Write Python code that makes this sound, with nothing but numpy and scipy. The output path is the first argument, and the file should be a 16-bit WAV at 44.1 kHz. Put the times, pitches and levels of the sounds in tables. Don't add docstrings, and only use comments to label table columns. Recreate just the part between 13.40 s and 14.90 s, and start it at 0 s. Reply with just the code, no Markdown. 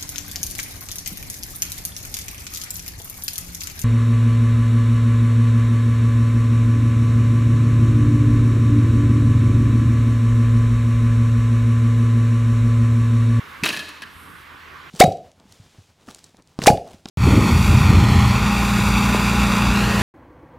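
import sys
import numpy as np
from scipy import signal
from scipy.fft import rfft, irfft, next_fast_len
from scipy.io import wavfile
from scipy.ndimage import uniform_filter1d, map_coordinates

SR = 44100
rng = np.random.default_rng(int(sys.argv[2]) if len(sys.argv) > 2 else 0)


def materialize(psi):
    bounded = np.clip(np.atleast_2d(psi).T, -1, 1)
    quanta = np.round(bounded * 32767).astype(np.int16)
    wavfile.write(sys.argv[1], SR, quanta)


N = 66150

# t/s, peak level/dB, chatter length/s, tilt/(dB/octave), low ring/dB, crack/dB
PIVOT_KNOCKS = [(0.2355, -11.5, 0.0019, 0.5, -5, 18), (.2395, -12, 0.0085, -5, -12, 9.5),
                (0.2443, -11.5, 0.0029, -3.5, 2, 9.5), (0.2546, -14, 0.01, 3.5, -12, -13),
                (0.2606, -11, 0.0067, -0.5, -2, 17), (.2652, -11.5, .006, -4, -12, 3),
                (0.2738, -16.5, 0.0037, 1.5, -9, -8), (.284, -16, 0.0057, -2, 2, 19),
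                (0.2897, -11, 0.008, 0, -5, 9), (0.3026, -15.5, 0.0067, -1, 2, -4),
                (0.326, -22, 0.012, 5.5, 23, 1), (0.3435, -21, 0.0032, -6.5, 18, 6),
                (0.3646, -19, 0.015, -0.5, 16, 12.5), (0.3718, -20.5, 0.0046, 2.5, 9, 9),
                (0.3922, -19, .012, 0.5, 11.5, 0.5), (0.4835, -28, 0.011, 1.5, 0, 1),
                (.4905, -29, .012, 2, 5, 4), (.5725, -35, .006, -3, -6, 4),
                (0.6208, -23.5, .015, 0, 13, -2)]


def plank_thud():
    plank_modes = [(134, 34, -7), (220.6, 20.7, -2.5), (300, 22, -1), (417, 59, -8.5), (626, 96, -9),
                   (955, 50, -7), (1051, 53, -7), (1238, 20, -2.5)]
    touchdown_s, push_hz, push_cycles = .2281, 194, 1.55
    slap_t60, shake_t60 = .069, .76
    t = np.clip(np.arange(N) / SR - touchdown_s, 0, None)
    progress = np.clip(t * push_hz / push_cycles, 0, 1)
    pulse = np.sin(np.pi * progress) ** .87 * (progress < 1)
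    push = -amp(-18) * pulse * np.sin(2 * np.pi * push_hz * t)
    onset = 1 - np.exp(-(t / .027) ** 4)
    slap_and_shake = amp(-60 * t / slap_t60) + amp(-9 - 60 * t / shake_t60)
    force = slap_and_shake * onset * rng.standard_normal(N)
    force[round((touchdown_s + .009) * SR)] += amp(21.5)
    for start_s, peak_db, *_ in PIVOT_KNOCKS:
        force[round(start_s * SR)] += amp(peak_db + 28) * rng.choice([-1, 1])
    return push + filtered(force, lambda f: resonances(plank_modes)(f) * highpass(f, 100) ** 2)


def pivot_knocks():
    crack_t60, noise_t60, release_s, swell_s = .0076, .062, .004, .0024
    out = np.zeros(N + SR)
    t = np.arange(SR // 10) / SR
    for start_s, peak_db, chatter_s, tilt_db, low_db, crack_db in PIVOT_KNOCKS:
        hold = np.exp(-(np.clip(t - chatter_s, 0, None) / release_s) ** 2)
        crack = amp(crack_db - 60 * t / crack_t60)
        chatter = contact_noise(len(t))
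        blow = amp(crack_db + 15) * (t == 0)
        force = chatter * (hold + 2 * crack) + blow
        swelling_force = chatter * hold * (1 - np.exp(-t / swell_s))
        noise_envelope = hold * amp(-60 * t / noise_t60) + crack
        knock = metal_frame(force, swelling_force, noise_envelope, tilt_db, low_db)
        out[round(start_s * SR):][:len(t)] += amp(peak_db) * knock / np.abs(knock).max()
    return out[:N]


def rattle():
    start_s, settle_s, t60 = .236, .41, .57
    t = np.arange(N) / SR
    decay_db = -20 - 60 * (t - start_s) / t60
    settle_db = -6 / (1 + np.exp(-(t - settle_s) / .006))
    envelope = amp(decay_db + 2.8 * wobble(50.6) + settle_db) * (t > start_s)
    buzz = contact_noise(N) * envelope
    return metal_frame(buzz, buzz, envelope, tilt_db=3, low_db=-2)


def metal_frame(force, low_force, noise_envelope, tilt_db, low_db):
    frame_modes = [(1704, 75, -1), (1850, 170, -10), (2370, 26, -25), (2550, 150, 2), (2766, 173, 1),
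                   (3024, 240, -3.5), (3745, 87, -4), (3950, 130, -4.5), (4333, 210, -5.5), (4860, 187, -9),
                   (5720, 154, -12), (6540, 120, -15), (8100, 150, -26), (10370, 580, -20.5)]
    noise_spectrum = [(590, -31), (1000, -7), (2360, 1), (2590, -2), (5250, -10), (10200, -17),
                      (14600, -25.5), (16000, -35)]
    modes = [(hz * (1 + .0091 * rng.normal()), width, db + rng.normal(0, 1.3))
             for hz, width, db in frame_modes]
    tilt = lambda f: amp(tilt_db * np.log2(np.clip(f, 1000, None) / 2500))
    high_ring = filtered(force, lambda f: tilt(f) * resonances(modes[2:])(f))
    low_ring = amp(low_db) * filtered(low_force, resonances(modes[:2]))
    noise = filtered(contact_noise(len(force)), lambda f: tilt(f) * amp(along(noise_spectrum, f) - 1.5))
    return high_ring + low_ring + noise * noise_envelope


def contact_noise(count):
    noise = rng.standard_normal(count)
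    size_db = 6 * uniform_filter1d(rng.standard_normal(count), size=16)
    return unit(noise * amp(size_db))


def stereo_width(sound, t60=.033):
    side_spectrum = [(100, -11), (1000, -25), (3000, -21.5), (8000, -35), (15000, -40)]  # f/Hz, side level re mid/dB
    t = np.arange(SR // 20) / SR
    burst = rng.standard_normal(len(t)) * amp(-60 * t / t60)
    diffuse = signal.fftconvolve(sound, burst / np.linalg.norm(burst))[:N]
    return filtered(diffuse, lambda f: amp(along(side_spectrum, f)))


def tree_echoes(sound, delay_s=.03):
    decay_times = [(150, 1.02), (1000, 0.58), (4000, 0.96), (12000, 0.58)]  # f/Hz, T60/s
    side_spectrum = [(150, -17), (1000, -26), (4000, -8), (12000, -40)]  # f/Hz, side level re mid/dB
    f, t, noise = signal.stft(rng.standard_normal((2, SR)), SR, nperseg=256)
    decay_db = -60 * t / along(decay_times, f)[:, None]
    mid_side_db = np.array([0 * f, along(side_spectrum, f)])[..., None]
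    mid, side = signal.istft(noise * amp(decay_db + mid_side_db), SR, nperseg=256)[1]
    tail = np.array([mid + side, mid - side]) / np.linalg.norm(mid)
    delayed = np.pad(sound, (round(delay_s * SR), 0))
    return signal.fftconvolve(delayed[None], tail, axes=1)[:, :N]


def traffic():
    tyre_levels = [
        [(0.0, -41), (0.27, -42), (0.58, -47.5), (0.844, -46.5), (1.5, -42.5)],
    ]
    tyre_spectrum = [(210, -15.5), (350, -13), (605, -15.5), (731, -13.5), (814, -11.5), (1140, 0.5),
                     (1230, -4), (1570, -3), (2740, -11.5), (3470, -14.5), (6000, -28.5), (7800, -32),
                     (13200, -120)]
    waver = amp(2 + .35 * wobble(9) + .38 * wobble(24.15))
    return level(tyre_levels) * waver * diffuse_noise(tyre_spectrum + [(9000, -65)], patchy_db=1.5)


def rumble():
    levels = [(0, -47.5), (.5, -57), (1, -50.5), (1.5, -51.5)]  # t/s, level/dB
    spectrum = [(15, -54), (25, -45), (34, -10), (70, -2.5), (86, 4.5), (102, -10), (134, -1), (205, -7.5),
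                (500, -13.5), (650, -38), (1100, -120)]
    return level(levels) * diffuse_noise(spectrum + [(800, -50)], patchy_db=3.9)


def far_engine():
    envelope = amp(-56 + 2.5 * wobble(8.07))
    pitch_hz = 79 + 4.1 * wobble(12.4)
    return envelope * np.sin(2 * np.pi * np.cumsum(pitch_hz) / SR) * amp([[.8], [-.8]])


def leaves():
    levels = [(0, -58.5), (.25, -58.5), (.6, -63), (1.5, -63.5)]  # t/s, level/dB
    spectrum = [(2350, -40), (4000, -25), (5070, -5.5), (8450, -6.5), (15200, -4), (16000, -27)]  # f/Hz, spectral level/dB
    return level(levels) * diffuse_noise([(2500, -42)] + spectrum, patchy_db=.9)


def high_hiss():
    levels = [(.62, -96), (.72, -62.5), (.8, -55), (.9, -58), (1.02, -61), (1.1, -80)]  # t/s, level/dB
    spectrum = [(7500, -13), (8600, -7.5), (10500, -8), (12500, -7), (14000, -17)]  # f/Hz, spectral level/dB
    return level(levels) * diffuse_noise([(6000, -58)] + spectrum + [(15500, -60)], patchy_db=.7)


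def diffuse_noise(spectrum, patchy_db):
    width = [(60, -16), (150, -7), (380, -6), (950, -7), (2380, -5), (5980, -16), (15000, -60)]  # f/Hz, side level re mid/dB
    balance = [(60, 3.5), (240, 0.0), (950, -4), (3770, -2.5), (15000, 1.5)]  # f/Hz, left level re right/dB
    noise = signal.stft(rng.standard_normal((2, N)), nperseg=512)[2]
    patches = uniform_filter1d(rng.standard_normal(noise.shape[1:]), size=5, axis=0)
    patches = uniform_filter1d(patches, size=12, axis=1)
    pair = signal.istft(noise * amp(patchy_db * unit(patches)), nperseg=512)[1][:, :N]
    mid, side = filtered(pair, lambda f: amp(along(spectrum, f) + [0 * f, along(width, f)]))
    stereo = np.array([mid + side, mid - side])
    return unit(filtered(stereo, lambda f: amp([along(balance, f) / 2, -along(balance, f) / 2])))


def resonances(modes):
    return lambda f: sum((-1) ** k * amp(db) * 1j * f * width / (hz * hz - f * f + 1j * f * width)
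                         for k, (hz, width, db) in enumerate(modes))


def highpass(f, corner_hz):
    return 1j * f / (corner_hz + 1j * f)


def filtered(x, response):
    size = next_fast_len(x.shape[-1] + SR // 4)
    return irfft(rfft(x, size) * response(np.fft.rfftfreq(size, 1 / SR)), size)[..., :x.shape[-1]]


def amp(db):
    return 10 ** (np.asarray(db) / 20)


def unit(x):
    return x / np.sqrt(np.mean(x ** 2) + 1e-20)


def along(points, hz):
    f, values = np.transpose(points)
    return np.interp(np.log(hz + 1), np.log(f + 1), values)


def level(rows):
    times, db = np.transpose(np.reshape(rows, (-1, 2)))
    return amp(np.interp(np.arange(N) / SR, times, db))


def wobble(rate):
    return map_coordinates(rng.standard_normal(N // 100), [np.arange(N) * rate / SR])


def scene():
    seesaw = plank_thud() + pivot_knocks() + rattle()
    side = stereo_width(seesaw)
    echoes = amp(-11) * tree_echoes(seesaw)
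    background = traffic() + rumble() + far_engine() + leaves() + high_hiss()
    return np.array([seesaw + side, seesaw - side]) + echoes + background


def record(dry):
    return filtered(dry, lambda f: (f < 16000) * highpass(f, 32))


dry = scene()
out = record(dry)
materialize(out)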